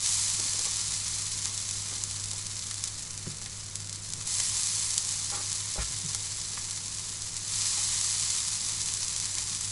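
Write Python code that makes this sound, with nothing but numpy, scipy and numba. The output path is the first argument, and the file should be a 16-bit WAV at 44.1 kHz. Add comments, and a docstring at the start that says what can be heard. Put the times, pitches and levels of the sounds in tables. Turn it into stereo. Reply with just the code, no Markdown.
"""A kitchen, heard in stereo close above a pan of frying fritters. Steam bubbles burst as thousands of tiny damped
sines over hiss, a crackle that flares when a fritter is turned and then dies down. Drops pop as short clicks
with a patter of droplets; forks tap and scrape the pan and the hob thuds, as noisy contacts ringing decaying modes.
A fridge hums as wavering sines over low room rumble of filtered noise."""
import sys
import numpy as np
from scipy import signal
from scipy.fft import rfft, irfft
from scipy.io import wavfile
from scipy.ndimage import uniform_filter1d
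from numba import njit

SR = 44100
rng = np.random.default_rng(int(sys.argv[2]) if len(sys.argv) > 2 else 0)


def boost_factor(decibels):
    """Convert a level in decibels to a linear amplitude factor."""
    exponent = np.asarray(decibels, float) / 20
    return 10 ** exponent


def bounce(signal):
    """Save signal as a 16-bit WAV file at the path given by the first command-line argument."""
    frames = np.transpose(np.atleast_2d(signal))
    limited = np.clip(frames, -1, 1)
    pcm = np.round(limited * 32767).astype(np.int16)
    wavfile.write(sys.argv[1], SR, pcm)


N = 428211


def colour(x, points):
    """Minimum-phase filter through (Hz, dB) points, from the cepstrum of the log gain."""
    size = 2 ** 15
    hz, db = np.transpose(points)
    bin_hz = np.arange(size // 2 + 1) * SR / size
    gain_db = np.interp(np.log(bin_hz + 1), np.log(hz), db)
    cepstrum = irfft(np.log(boost_factor(gain_db)))
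    # fold onto positive time: causal
    cepstrum[1:size // 2] *= 2
    cepstrum[size // 2 + 1:] = 0
    response = irfft(np.exp(rfft(cepstrum)))[None, :size // 2]
    return signal.fftconvolve(np.atleast_2d(x), response, axes=1)[:, :N]


def walk(rate_hz):
    """Random levels held 1 / rate_hz s and slewed twice; rms 1."""
    hold = int(SR / rate_hz)
    steps = np.repeat(rng.standard_normal(N // 50)[:N // hold + 1], hold)
    smooth = uniform_filter1d(uniform_filter1d(steps, hold), hold)[:N]
    return smooth / np.sqrt(np.mean(smooth ** 2))


@njit
def grains(start_s, hz, tau_s, size):
    """Each grain is a damped sine that starts between samples."""
    out = np.zeros(N)
    for k in range(len(start_s)):
        first = int(start_s[k] * SR) + 1
        rate = 2j * np.pi * hz[k] / SR - 1 / (tau_s[k] * SR)
        z = size[k] * np.exp(rate * (first - start_s[k] * SR))
        turn = np.exp(rate)
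        for j in range(first, min(N, first + int(6 * tau_s[k] * SR))):
            out[j] += z.imag
            z *= turn
    return out


def ring(modes, tilt_db):
    """Half a second of decaying cosines: the modes' answer to one blow."""
    t = np.arange(SR // 2) / SR
    hz, db, t60_s = np.transpose(modes)[:, :, None]
    level_db = db + tilt_db(hz) - 60 * t / t60_s
    return np.sum(boost_factor(level_db) * np.cos(2 * np.pi * hz * t), axis=0)


# Echoes off pan wall and hob. Each row: delay left in s, delay right in s, level re direct in dB.
ECHOES = [(.0009, 0.0013, -33), (.0017, 0.0013, -51.5), (.0023, 0.002, -18)]
ROOM_T60_S, ROOM_DB = 0.23, -12


def kitchen(x):
    """Direct sound, close echoes, and a diffuse decaying tail that differs between the ears."""
    t = np.arange(SR // 2) / SR
    build_up = 1 - np.exp(-t / 0.0052)
    tail = rng.standard_normal((2, len(t))) * boost_factor(-60 * t / ROOM_T60_S) * build_up
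    tail = signal.lfilter([1], [1, -.5], tail)  # walls soak up treble
    response = boost_factor(ROOM_DB) * tail / np.sqrt(np.sum(tail ** 2, axis=1, keepdims=True))
    response[:, 0] = 1
    for *delay_s, db in ECHOES:
        delay = SR * np.array(delay_s)[:, None]
        response[:, :200] += boost_factor(db) * np.sinc(np.arange(200) - delay)
    return signal.fftconvolve(x[None], response, axes=1)[:, :N]


# Fritters landing raw side down. Each row: start in s, settling in s, flash of steam in dB, flash length in s,
# simmer in dB, cooling in dB per s, left minus right in dB.
FLIPS = [(0, 0.043, -28, 0.084, -29, 4, -0.8), (4.248, 0.025, -33.5, 0.61, -31.5, 2.5, 0.4),
         (7.387, 0.23, -34, 0.92, -30.5, 2, -0.1)]
# Tilt of each flash to small bright bubbles. Each entry: tilt in dB per half of the pitch range.
FLASH_TILT_DB = [14, 17, 4.5]
# A fork prises a fritter loose; the first time the sizzle dips by 2 dB, the second it keeps its level.
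# Each row: start in s, end in s, level change in dB.
LIFTS = [(3.013, 3.98, -2), (6.797, 7.245, 0)]
LIFT_S = 0.067
FLASH_DIES_DB_PER_S, REST_DB = 38, -41


def heat():
    """Sizzle level, tilt and place: each landing flashes, then simmers and cools over the rest of the pan."""
    t = np.arange(N) / SR
    s, settle_s, flash_db, lasts_s, simmer_db, cools_db_per_s, balance_db = np.transpose(FLIPS)[:, :, None]
    landed = ((t - s) / settle_s).clip(0, 1) ** 2
    dying_db = FLASH_DIES_DB_PER_S * (t - s - lasts_s).clip(0)
    flash = landed * boost_factor(flash_db - dying_db) ** 2
    simmer = landed * boost_factor(simmer_db - cools_db_per_s * (t - s).clip(0)) ** 2
    fritter = flash + simmer
    power = fritter.sum(axis=0) + boost_factor(REST_DB) ** 2
    lift_db = sum(db * np.interp(t, [a, a + LIFT_S, b, b + LIFT_S], [0, 1, 1, 0]) for a, b, db in LIFTS)
    level_db = 10 * np.log10(power) + lift_db
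    tilt_db = np.dot(FLASH_TILT_DB, flash) / power
    return level_db, tilt_db, np.sum(balance_db * fritter, axis=0) / power


# Colour of a burst as pan and microphone pass it. Each row: frequency in Hz, gain in dB.
BURST = [(300, -52.5), (550, -34), (690, -26), (1000, -15.5), (1450, -19), (2100, -15), (2750, -13),
         (3100, -12.5), (3550, -7.5), (3900, -7.5), (5000, -3.5), (6000, -1.5), (7400, 0.5), (8800, -4),
         (10900, -4.5), (14000, -22)]
# Pan resonances, also rung by the forks. Each row: frequency in Hz, relative level in dB, t60 in s.
PAN_MODES = [(253, 6, 0.051), (376, -10.5, 0.02), (447, 10, 0.0067), (546, -3.5, 0.018), (813, -3, 0.076),
             (1115, 9, 0.011), (1350, -9, 0.035), (1712, -2.5, 0.041), (1875, -3.5, 0.053),
             (2090, 3, 0.019), (2394, -4, 0.035), (3045, 2, 0.015), (3770, -5, 0.056), (4155, 2.5, 0.03),
             (4620, -3, 0.023), (5030, -9.5, 0.031), (6050, -1, 0.0093), (7640, -1.5, 0.0075)]
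PLACES, BURSTS_PER_PLACE = 4, 14000


def sizzle(level_db, tilt_db):
    """Thousands of tiny bursts a second over steam hiss; hot fat bursts evenly, cooling fat in scattered spits."""
    cool_db = level_db.max() - level_db
    # a spit starts at once and dies within a few ms
    spit_s, spit_luck = rng.random((1500, 2)).T
    spit_size = boost_factor(-5.0 * np.log(spit_luck).clip(-3))
    spits = np.bincount((spit_s * N).astype(int), spit_size, N)
    spits = signal.lfilter([1], [1, -np.exp(-1 / (0.0069 * SR))], spits)
    activity = 3.5 + (0.032 + 0.086 * cool_db) * spits
    when, pitch, luck, sign = np.moveaxis(rng.random((PLACES, BURSTS_PER_PLACE, 4)), 2, 0)
    at = (when * N).astype(int)
    # a few bursts are much larger than the rest, more so in cooling fat
    luck_db = -(3.5 + 0.047 * cool_db[at]) * np.log(luck)
    burst_db = np.minimum(luck_db, 11.5 + .5 * cool_db[at]) + 2 * (pitch - 1.0) * tilt_db[at]
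    size = boost_factor(burst_db) * activity[at] * np.sign(sign - .5)
    crackle = np.array([grains(w * N / SR, 600 + 13000 * p, .00008 + 0 * w, z)
                        for w, p, z in zip(when, pitch, size)])
    # even out the level over 0.2 s
    crackle /= np.sqrt(uniform_filter1d(np.sum(crackle ** 2, axis=0), SR // 5))
    fizz = crackle + boost_factor(-7.0) * rng.standard_normal(crackle.shape)
    # every burst also rings the pan faintly
    pan = ring(PAN_MODES, lambda hz: 1.4 * np.log2(hz / 2000))
    fizz += boost_factor(-40.5) * signal.fftconvolve(fizz, pan[None], axes=1)[:, :N]
    fizz /= np.std(colour(fizz.sum(axis=0), BURST))
    # each place in the pan gets its own diffuse tail
    return colour(sum(kitchen(boost_factor(level_db) * place) for place in fizz), BURST)


# Motor and mains lines. Each row: frequency in Hz, level in dB rms before waver and stereo balance.
HUM = [(32.5, -77), (100, -48.5), (155.5, -60.5), (200, -67.5)]
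# Room rumble, mid then side. Each row: frequency in Hz, relative density in dB per Hz.
RUMBLE = [(20, -4.5), (37, -7.5), (45, -22), (60, -1), (77, -18.5), (98, -8), (107, -0.5), (120, -13),
          (160, -10), (250, -18.5), (500, -22), (700, -25.5), (1100, -23), (2500, -26.5), (11000, -37)]
RUMBLE_SIDE = [(20, -35), (100, -25), (200, -24.5), (500, -24.5), (1100, -26.5), (2500, -28), (11000, -31)]
RUMBLE_DB, HUM_WAVER_DB = -48.5, 1.4


def fridge():
    """Motor and mains sines that waver a little, over noise shaped by the room's resonances."""
    t = np.arange(N) / SR
    hum = np.zeros(N)
    for hz, db in HUM:
        level = boost_factor(db + HUM_WAVER_DB * walk(2.92)) * np.sqrt(2)
        hum += level * np.sin(2 * np.pi * (hz * t + rng.random()))
    mid, side = (colour(rng.standard_normal(N), points) for points in (RUMBLE, RUMBLE_SIDE))
    gain = boost_factor(RUMBLE_DB) / np.std(mid)
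    return hum + gain * (mid + side * np.array([[1], [-1]]))


# Single pops at set times. Each row: time in s, nominal peak in dB, pitch in Hz, droplets re click in dB.
POPS = [(0.0904, -10, 7180, -8), (0.1394, -14, 7160, -8), (0.5332, -10, 8000, -8), (0.5917, -8, 6000, -5),
        (0.7682, -9, 9600, -8), (1.2195, -13, 7860, -8), (1.4551, -8.5, 7200, -8),
        (1.5758, -11.5, 7100, -6.5), (1.6886, -14, 6160, -8), (1.709, -14, 7300, -6),
        (2.0362, -9.5, 6900, -3), (2.1104, -14, 7310, -8), (2.332, -14.5, 7600, -4),
        (2.467, -13, 6300, -10), (2.592, -18, 5950, -8), (2.686, -22, 5480, -8), (2.7102, -13.5, 5590, -8),
        (2.7417, -14, 7700, -8), (2.8383, -8, 7300, -2), (3.1758, -14.5, 7880, -10),
        (3.4146, -20, 7350, -8), (3.459, -16, 4120, -8), (3.755, -9.5, 8740, -12), (3.8717, -20, 6650, -8),
        (3.894, -15.5, 5990, -5), (3.9265, -16, 6500, -5), (4.123, -16, 6610, -8), (4.1347, -10, 6100, -11),
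        (4.3506, -12, 7800, -2), (4.4004, -7, 7200, -4), (4.5942, -12, 7320, -1), (4.6324, -12, 5100, -8),
        (4.9407, -12, 7340, -8), (4.9783, -3, 7300, -8), (5.5157, -12, 7340, -8), (5.5279, -9, 7400, -8),
        (5.8217, -21, 7250, -8), (6.0611, -22, 6700, -10), (6.1466, -7, 8700, -7),
        (6.7082, -11.5, 7370, -8), (7.3656, -13, 7300, -8), (8.0113, -8.5, 7590, -8),
        (8.196, -11, 6300, -6), (8.858, -12, 6870, -8), (8.8847, -12, 5100, -8), (8.9371, -10, 8010, -8),
        (9.0807, -10.5, 5980, -9), (9.1624, -11, 6350, -8), (9.1993, -11, 5800, -8),
        (9.3511, -11, 6630, -8), (9.3825, -10, 5980, -2), (9.5477, -11, 7710, -8)]
# more pops at random, level following the sizzle: base level over it, scatter upwards, pitch range
STRAY_POPS, STRAY_DB, STRAY_SCATTER_DB, STRAY_LOW_HZ, STRAY_HIGH_HZ = 160, 12, 4, 4500, 9850
# each click starts this many s after its row's time; pitch, decay and level of its bright snap
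CLICK_LAG_S, SNAP_HZ, SNAP_S, SNAP_DB = 0.0013, 10200, .00005, -2


def click(s, db, hz):
    """Two damped sines that start together: a cycle or two at the pop's pitch and a short bright snap."""
    s = s + CLICK_LAG_S
    cycle = grains(s, hz, 0.36 / hz, boost_factor(db))
    return cycle + grains(s, SNAP_HZ + 0 * s, SNAP_S + 0 * s, boost_factor(db + SNAP_DB))


def pops(level_db):
    """A bubble clicks for a cycle or two; its droplets patter down over the next few ms."""
    when, luck, pitch, wet = rng.random((STRAY_POPS, 4)).T
    stray_db = level_db[(when * N).astype(int)] + STRAY_DB - STRAY_SCATTER_DB * np.log(luck).clip(-1.5)
    stray_hz = STRAY_LOW_HZ + (STRAY_HIGH_HZ - STRAY_LOW_HZ) * pitch
    strays = [when * N / SR, stray_db, stray_hz, -6 - 10 * wet]
    s, db, hz, patter_db = np.hstack([strays, np.transpose(POPS)])[:, :, None]
    lag, pitch, luck = np.moveaxis(rng.random((len(s), 12, 3)), 2, 0)
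    lag_s = -.003 * np.log(lag)
    drop_db = db + patter_db - 1500 * lag_s - 10.0 * luck
    drop_hz = hz * (.6 + 1.1 * pitch)
    drop_s = s + 0.0019 + lag_s
    patter = grains(drop_s.ravel(), drop_hz.ravel(), 0.5 / drop_hz.ravel(), boost_factor(drop_db).ravel())
    # a click of median pitch at 0 dB peaks at 1 before the room
    typical = colour(click(np.zeros(1), np.zeros(1), np.median(hz, axis=0)), BURST)
    clicks = click(s[:, 0], db[:, 0], hz[:, 0])
    return colour(kitchen(clicks + patter), BURST) / np.abs(typical).max()


def knocks(events, modes, spread, rough_db, dry_db, dry_cycles):
    """A ragged, weakening contact makes a dry rasp and rings the modes nearest the pitch it excites."""
    out, t = np.zeros(N), np.arange(SR // 2) / SR
    for s, db, centre_hz, length_s in events:
        chance = rng.standard_normal(len(t))
        length_s = max(length_s, .0005)
        contact = chance * boost_factor(rough_db * np.abs(chance) - 3.5 * t / length_s) * (t <= length_s)
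        contact[0] = 7.9  # firm first touch
        # a duller blow is a softer, longer push
        contact = np.convolve(contact, np.hanning(3 + int(.3 * SR / centre_hz)))[:len(t)]
        rasp = boost_factor(dry_db) * np.sin(2 * np.pi * centre_hz * t) * np.exp(-t * centre_hz / dry_cycles)
        body = ring(modes, lambda hz: -spread * np.log2(hz / centre_hz) ** 2)
        hit = signal.fftconvolve(contact, rasp + body)[:len(t)]
        i = int(s * SR)
        out[i:i + len(t)] += (boost_factor(db) * hit / np.abs(hit).max())[:N - i]
    return out


# Fork on the pan. Each row: start in s, peak in dB before room and balance, pitch excited most in Hz,
# contact length in s.
TAPS = [(.391, -38, 450, 0.023), (.45, -41.5, 294, 0.024), (.539, -43, 493, 0.016), (.589, -39, 503, 0.024),
        (.662, -36, 1100, 0.011), (1.455, -34, 2000, 0.014), (1.91, -37.5, 855, 0.034),
        (2.329, -40, 840, 0.01), (2.712, -29, 3000, 0.0016), (3.262, -38, 1100, 0.0095),
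        (3.415, -38, 1500, 0.0048), (3.461, -35.5, 2500, 0.0103), (4.4, -28, 2050, 0.0033),
        (5.318, -31.5, 1000, 0.027), (5.34, -34.5, 1300, 0.037), (5.372, -35, 1050, 0.043),
        (5.757, -35.5, 700, 0.023), (5.778, -30.5, 700, 0.018), (5.788, -34, 1490, .045),
        (6.146, -36.5, 1500, 0.0078), (6.5735, -30, 1450, 0.0055), (7.772, -38, 1050, 0.013),
        (9.37, -36, 2020, 0.027)]


def forks():
    """Taps and scrapes: rough contacts ring the pan, heard through the room."""
    return kitchen(knocks(TAPS, PAN_MODES, spread=9, rough_db=2.5, dry_db=16, dry_cycles=0.25))


# Dull bumps. Each row: start in s, peak in dB before balance, pitch excited most in Hz, contact length in s.
THUDS = [(3.268, -28.5, 182, 0.011), (4.17, -37.5, 144, 0.025), (5.783, -26, 55.4, .012),
         (5.905, -37, 116, 0.012), (6.039, -33.5, 171, .02), (9.5, -47, 143, .02)]
# Hob resonances. Each row: frequency in Hz, relative level in dB, t60 in s.
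HOB_MODES = [(38, -9, .25), (57, 3, 0.28), (108, 4, 0.31), (146, 7, 0.32), (173, 5.5, 0.027),
             (254, 6.5, 0.091), (334, 7, 0.098), (403, -9, 0.3)]


def hob():
    """Dull bumps ring the hob's low modes."""
    return knocks(THUDS, HOB_MODES, spread=6.5, rough_db=0.96, dry_db=8.2, dry_cycles=2.7)


def scene():
    """Frying follows each fritter's place; forks, hob and fridge lean slightly right."""
    level_db, tilt_db, balance_db = heat()
    frying = sizzle(level_db, tilt_db) + pops(level_db)
    frying = frying * boost_factor([balance_db / 2, -balance_db / 2])
    return frying + (forks() + hob() + fridge()) * boost_factor([[-.4], [.4]])


def top_cut(x):
    """Nothing passes above the cut-off."""
    return signal.sosfilt(signal.butter(12, 12270, fs=SR, output="sos"), x)


def record(dry):
    """The recorder cuts the top steeply, by an elliptic low-pass."""
    top_hz = 10986
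    low_pass = signal.ellip(10, .3, 54, top_hz, fs=SR, output="sos")
    mix = signal.sosfilt(low_pass, dry)
    return top_cut(mix)


dry = scene()
out = record(dry)
bounce(out)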